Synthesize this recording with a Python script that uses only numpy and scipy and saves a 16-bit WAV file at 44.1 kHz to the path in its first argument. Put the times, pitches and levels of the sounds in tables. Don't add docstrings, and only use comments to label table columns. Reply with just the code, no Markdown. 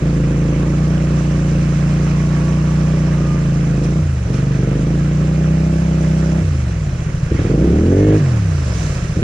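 import sys
import numpy as np
from scipy import signal
from scipy.fft import rfft, irfft, next_fast_len
from scipy.io import wavfile
from scipy.ndimage import uniform_filter1d, minimum_filter1d, map_coordinates

SR = 44100
rng = np.random.default_rng(int(sys.argv[2]) if len(sys.argv) > 2 else 0)


def digitize_waveform(pressure):
    field = np.atleast_2d(pressure).T
    bounded = np.clip(field, -1, 1)
    quanta = np.round(bounded * 32767).astype(np.int16)
    wavfile.write(sys.argv[1], SR, quanta)


N = 407043
TIME = np.arange(N) / SR

# [start_s, four_stroke_cycles_per_s]
THROTTLE_PULLS = [
    [(0.0, 27.9), (0.5, 27.6), (0.85, 30), (1.53, 28.9), (1.9, 29.1), (2.93, 30.4), (3.78, 26.7),
     (3.83, 27.1), (3.98, 30.6), (4.0, 30.7)],
    [(4.27, 23), (4.45, 25), (4.64, 23.7), (4.98, 28.9), (5.4, 30.9), (5.8, 32.7), (5.99, 31.3),
     (6.41, 32.5)],
    [(7.29, 11.2), (7.382, 14.7), (7.498, 22.8), (7.598, 29.7), (7.77, 38.3), (7.988, 50.0), (8.07, 52.0),
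     (8.17, 52.2)],
    [(9.15, 14.2), (9.25, 23.8)],
]
# [multiple_of_cycle_rate, coasting_db, cruising_db, wide_open_db]
ENGINE_TONES = [(1, -12, -11, -10), (2, 0, 1, 0), (3, 8.5, -8.5, -4.5), (4, -7, -7.5, -7),
                (5, 4.5, 5.5, 3.5), (6, -8, 6, 8.5), (7, -6, 2, -4.5), (8, 3.5, 5, 6.5), (9, -11, -1, 5),
                (10, -5.5, 5, 2.5), (11, 1.5, 5, 4.5), (12, -2.5, -1.5, 3), (13, 0, 3.5, -3.5),
                (14, -7.5, 0, 7), (15, 1.5, -4.5, 2), (16, -8, 0.5, -1.5)]
# [pitch_hz, level_db]
AIRBOX_AND_PIPE = [(13, -28.5), (25, -5.5), (45, -5), (70, -0.5), (100, 0.5), (130, 1.5), (155, 3.5),
                   (190, -6), (240, -19), (320, -20), (420, -28), (550, -31), (700, -36.5), (850, -42.5),
                   (1300, -70.5)]
# [pitch_hz, share_ratio]
BARK_SHARE = [(60, 0.38), (150, -0.32), (220, 0.31), (320, 0.97), (480, 0.96), (750, -0.1)]
# [level_at_cruise_db, rise_db_per_cycle_per_s]
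LOUDNESS_LAW = [(-23, 0.24), (-20.5, 0.42)]
# [bark_at_cruise_db, rise_db_per_cycle_per_s]
INTAKE_BARK_LAW = [(0, 0.37), (5, -0.3)]
# [start_s, end_s, extra_bark_db]
THROTTLE_SQUEEZES = [(-.2, 0.696, 5.5), (.75, 1.65, 2), (3.758, 3.92, 5.5), (4.585, 4.945, 6),
                     (7.46, 8.202, 13.5)]
# [pitch_hz, side_minus_mid_db]
PORT_DIFFERENCE = [(60, -35), (160, -26), (300, -24), (430, -22), (600, -1), (850, 8)]
# [lower_gear_db, upper_gear_db, belt_rush_db]
STEADY_WHINE = (-57.5, -57.5, -58.5)
# [centre_s, half_length_s, lower_gear_rise_db, upper_gear_rise_db, belt_rise_db]
DRIVE_SWELLS = [(.8, .9, 13, 12, 12), (2.55, 0.74, 17, 3, 17), (3.3, .25, 4, 17, 7),
                (8.05, .3, 6, 13, 17.5)]
# [coasting_level_db, rise_when_driven_db]
WATER_LEVELS = [(-39, 1.61), (-46.5, 0.55)]
# [centre_s, half_length_s, churn_rise_db, spray_rise_db]
WATER_SURGES = [(2.1, 1.18, 2, 2.5), (6.15, 0.33, .7, 1.9), (7.42, 0.088, 3, 0.8), (8.25, 0.21, 3.5, 3),
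                (8.83, 0.27, 4.5, 7.5)]
# [start_s, level_db, decay_s]
WATER_SLAPS = [(3.835, -38, 0.022), (4.33, -46, 0.04), (6.02, -49, 0.044), (6.45, -50, .04),
               (7.43, -46, .04), (8.78, -49, 0.068), (8.939, -48, .04)]
# [pitch_hz, level_db_per_hz]
CHURN_COLOUR = [(100, 3.5), (300, 10.5), (600, 4.5), (850, -6), (1150, -0.5), (1700, -2), (2100, -4),
                (2600, -3.5), (3300, -12), (4500, -22), (8000, -47.5)]
# [pitch_hz, level_db_per_hz]
SPRAY_COLOUR = [(1500, -26.5), (3000, -8.5), (4000, -3), (4700, -3.5), (5400, 0), (6300, 0), (7400, -2),
                (8400, -9), (9700, -11), (11200, -25.5), (13000, -28.5), (15500, -35)]
# [pitch_hz, likeness_0_to_1]
PORT_LIKENESS = [(200, 1), (600, 0.66), (1200, 0.41), (2400, 0.43), (5000, 0.31), (10000, 0.39)]
# [pitch_hz, left_minus_right_db]
PORT_LEAN = [(300, 1.5), (590, -3.5), (1050, -7.5), (1850, -6.5), (3290, -3), (5820, -8), (10300, 1)]
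# [pitch_hz, left_lead_radians]
PORT_LEAD = [(400, -0.5), (700, 0.2), (1200, 1.5), (1700, -1), (2800, -2), (3300, 1.1), (4200, .5),
             (5000, -1), (6500, -3.5), (8000, -3.5), (10500, -5)]

CRUISE_SPEED, IDLE_SPEED, OPEN_FROM, OPEN_AT = 29, 11.2, 45, 46
FRICTION, DRAG_SPEED = 13, 19.85
THROTTLE_S, SQUEEZE_RAMP_S = 0.034, 0.12
GULP_DB, GULP_S, LINGER_DB, LINGER_S = 6.5, 0.046, 6.5, 0.1
SECOND_FIRING = 3 / 8


def engine(puff_cycles=0.21, rasp_hz=480, rasp_bark=0.92, sharpen_db=5, crisp_db=2, puff_db=-21,
           rasp_db=-8, growl_db=4, growl_hz=340, tone_count=44, step=7):
    rate = SR / step
    t = TIME[::step]
    speed, turns = crank(t)
    level_db, bark_db, throttle = effort(t, speed)
    voices = np.maximum(1 - abs(2 * throttle - np.arange(3)[:, None]), 0)

    slow = 28 / speed
    turns = turns + .0015 * slow * drift(t, 45)
    level_db = level_db + .25 * slow ** 2 * drift(t, 35)
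    bark_db = bark_db + slow * drift(t, 40)

    fast = np.clip((speed - 29) / 3, 0, 1)
    edge_db = sharpen_db * voices[1] * fast * (bark_db < 10)
    edge_db = uniform_filter1d(edge_db, size=600) + crisp_db * voices[1]

    pulses = np.zeros(len(t))
    for k in range(1, tone_count + 1):
        row = k - 1 if k <= 16 else 8 + (k - 9) % 8
        twin_phase = np.angle(1 + .8 * np.exp(-2j * np.pi * k * SECOND_FIRING))
        db = np.dot(ENGINE_TONES[row][1:], voices) + bark_db * read(BARK_SHARE, k * speed)
        db = db + edge_db * (k > 15)
        db = db + growl_db * voices[2] * np.clip(k * speed / growl_hz * 4 - 4, 0, 1)
        pulses += amp(db) * np.cos(2 * np.pi * k * turns + twin_phase)

    puffs = unit(strokes(turns, puff_cycles) * rng.standard_normal(len(t)))
    band = signal.butter(2, [rasp_hz / 2, rasp_hz * 2], "band", fs=rate, output="sos")
    rasp = signal.sosfilt(band, puffs)
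    gas = amp(puff_db) * puffs + amp(rasp_bark * bark_db + rasp_db) * rasp
    gas = gas * np.sqrt(rate / speed) / 2

    drive = reflect(amp(level_db) * (gas - pulses), .0066, .25, rate)
    rung = ring(drive, AIRBOX_AND_PIPE, rate)
    return signal.resample_poly(rung, step, 1, window=("kaiser", 10))[:N]


def crank(t):
    speed = np.zeros(len(t))
    for pull in THROTTLE_PULLS:
        s, rate = np.transpose(pull)
        angle = np.arctan(rate[-1] / DRAG_SPEED) - (t - s[-1]) * FRICTION / DRAG_SPEED
        coast = np.maximum(DRAG_SPEED * np.tan(np.clip(angle, 0, np.pi / 2)), IDLE_SPEED)
        pulled = np.where(t <= s[-1], np.interp(t, s, rate), coast)
        speed = np.where((t >= s[0]) | (speed == 0), pulled, speed)
    turns = np.cumsum(speed) * (t[1] - t[0]) - .45
    return speed, turns


def effort(t, speed):
    held = pulling(t)
    level_db = follow_law(LOUDNESS_LAW, held, speed)
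    bark_db = follow_law(INTAKE_BARK_LAW, held, speed)
    gulps = sum((t > pull[0][0]) * np.exp(-abs(t - pull[0][0]) / GULP_S) for pull in THROTTLE_PULLS[1:])
    squeeze_db = sum(db * gate(t, start, end, SQUEEZE_RAMP_S) for start, end, db in THROTTLE_SQUEEZES)
    lingers = sum(np.exp(-abs(t - pull[-1][0]) / LINGER_S) for pull in THROTTLE_PULLS)
    bark_db = bark_db + held * (GULP_DB * gulps + squeeze_db) + (1 - held) * LINGER_DB * lingers
    wide = np.clip((speed - OPEN_FROM) / (OPEN_AT - OPEN_FROM), 0, 1)
    return level_db, bark_db, held * (1 + wide) / 2


def follow_law(law, held, speed):
    coasting_db, pulling_db = (db + slope * (speed - CRUISE_SPEED) for db, slope in law)
    return (1 - held) * coasting_db + held * pulling_db


def pulling(t):
    return sum(gate(t, pull[0][0], pull[-1][0], THROTTLE_S) for pull in THROTTLE_PULLS)


def strokes(turns, length):
    return np.exp(-(turns % 1) / length) + np.exp(-((turns - SECOND_FIRING) % 1) / length)


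def reflect(x, seconds, share, rate):
    loop = np.zeros(int(seconds * rate) + 1)
    loop[0], loop[-1] = 1, -share
    return signal.lfilter(loop[::-1], loop, x)


def ring(x, points, rate, size=4096):
    log_gain = np.log(amp(read(points, abs(np.fft.fftfreq(size, 1 / rate)))))
    taps = np.fft.ifft(np.exp(signal.hilbert(log_gain).conj())).real[:size // 2]
    return signal.oaconvolve(x, taps)[:len(x)]


def ports(x, angle=2.13):
    size = next_fast_len(N + 4096)
    side_gain = amp(read(PORT_DIFFERENCE, np.fft.rfftfreq(size, 1 / SR)))
    side = irfft(rfft(x, size) * side_gain * np.exp(1j * angle), size)[:N]
    return np.array([x + side, x - side])


def churn(trim_db=5.0, throb=0.28, slap_share=0.55):
    grains = bubbles(900, 2.5, 500.6, 3502, 7)
    wash = foam(CHURN_COLOUR, grains, grain_share=0.64, patchy_db=0.5, flicker_db=0.68)
    shake = strokes(crank(TIME)[1], 0.18)
    steady = amp(water_levels()[0] + trim_db) * (1 + throb * (shake - shake.mean()))
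    return wash * (steady + slap_share * slaps())


def spray(trim_db=-0.1, slap_share=0.6):
    grains = bubbles(3000, 2.9, 3000, 13000, 4)
    hiss = foam(SPRAY_COLOUR, grains, grain_share=0.59, patchy_db=1.1, flicker_db=-0.6)
    return hiss * (amp(water_levels()[1] + trim_db) + slap_share * slaps())


def water_levels():
    driven = pulling(TIME)
    return swells(WATER_SURGES, TIME) + [db + more_db * driven for db, more_db in WATER_LEVELS]


def slaps(attack_s=0.0023):
    out = np.zeros(N)
    for s, db, decay_s in WATER_SLAPS:
        age = np.maximum(TIME - s, 0)
        out += amp(db) * (1 - np.exp(-age / attack_s)) * np.exp(-age / decay_s)
    return out


def foam(spectrum, grains, grain_share, patchy_db, flicker_db):
    frames = dict(fs=SR, nperseg=512, noverlap=384)
    hz, _, wash = signal.stft(rng.standard_normal((2, N)), **frames)
    single = signal.stft(grains, **frames)[2]
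    colour = np.sqrt(np.mean(abs(single) ** 2, axis=(0, 2)))[:, None]
    z = wash / wash.std() + grain_share * single / (colour + 0.085 * colour.max())

    same = np.clip(read(PORT_LIKENESS, hz), 0, 1)[:, None]
    lead = np.exp(1j * read(PORT_LEAD, hz))[:, None]
    z = np.array([same * lead * z[1] + np.sqrt(1 - same ** 2) * z[0], z[1]])

    patches = uniform_filter1d(rng.standard_normal(z.shape[1:]), size=8, axis=0)
    patches = unit(uniform_filter1d(patches, size=16, axis=1))
    flicker = unit(uniform_filter1d(rng.standard_normal(z.shape[2]), size=10))
    lean_db = np.array([.5, -.5])[:, None, None] * read(PORT_LEAN, hz)[:, None]
    z = z * amp(read(spectrum, hz)[:, None] + patchy_db * patches + flicker_db * flicker + lean_db)
    out = signal.istft(z, **frames)[1][:, :N]
    return out / out.mean(0).std()


def bubbles(per_s, spread_db, low_hz, high_hz, cycles, sizes=28):
    out = np.zeros((2, N))
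    number = int(per_s * TIME[-1] / sizes)
    for hz in np.geomspace(low_hz, high_hz, sizes):
        age = np.arange(int(4 * cycles * SR / hz)) * hz / SR / cycles
        envelope = np.exp(-age) * (1 - np.exp(-8 * age))
        chirp = envelope * np.sin(2 * np.pi * cycles * age * (1 + .04 * age))
        when, chance, place = rng.random((number, 3)).T
        gain = amp(spread_db * np.minimum(-np.log(chance), 4.5))
        at = (when * (N - len(chirp))).astype(int)[:, None] + np.arange(len(chirp))
        pan = np.cos(place * np.pi / 2), np.sin(place * np.pi / 2)
        for port, share in zip(out, pan):
            port += np.bincount(at.ravel(), np.outer(gain * share, chirp).ravel(), N)
    return unit(out)


def drive_whine():
    turns = crank(TIME)[1]
    lower_db, upper_db, belt_db = np.array(STEADY_WHINE)[:, None] + swells(DRIVE_SWELLS, TIME)
    whine = belt(turns, belt_db) + gear(turns, 38, lower_db) + gear(turns, 42, upper_db)
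    return whine * amp([[-4], [2]])


def belt(turns, level_db, multiple=34, width_hz=330):
    carrier = np.exp(2j * np.pi * multiple * turns + 2j * drift(TIME, 120))
    return amp(level_db) * unit((drift(TIME, width_hz) * carrier).real)


def gear(turns, teeth, level_db, waver_db=1.5, wobble_cycles=0.13):
    phase = teeth * turns + wobble_cycles * drift(TIME, 25)
    return amp(level_db + waver_db * drift(TIME, 9)) * np.sin(2 * np.pi * phase)


def swells(rows, t):
    return sum(np.outer(rise_db, np.exp(-((t - s) / half) ** 2)) for s, half, *rise_db in rows)


def gate(t, start, end, ramp):
    return np.clip(np.minimum(t - start, end - t) / ramp + .5, 0, 1)


def drift(t, hz):
    steps = rng.standard_normal(8192)
    return unit(map_coordinates(steps, [t * hz], order=2, mode="wrap"))


def read(points, hz):
    f, value = np.transpose(points)
    return np.interp(np.log(hz + 1), np.log(f + 1), value)


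def amp(db):
    return 10 ** (np.asarray(db) / 20)


def unit(x):
    return x / np.sqrt(np.mean(x ** 2) + 1e-20)


def scene():
    return ports(engine()) + churn() + spray() + drive_whine()


def record(dry, ceiling=.82, edge_hz=15700):
    allowed = np.minimum(ceiling / (abs(dry).max(0) + 1e-9), 1)
    limited = dry * uniform_filter1d(minimum_filter1d(allowed, size=500), size=500)
    lowpass = signal.firwin(511, edge_hz, window=("kaiser", 9), fs=SR)
    return signal.oaconvolve(limited, lowpass[None], "same")


dry = scene()
out = record(dry)
digitize_waveform(out)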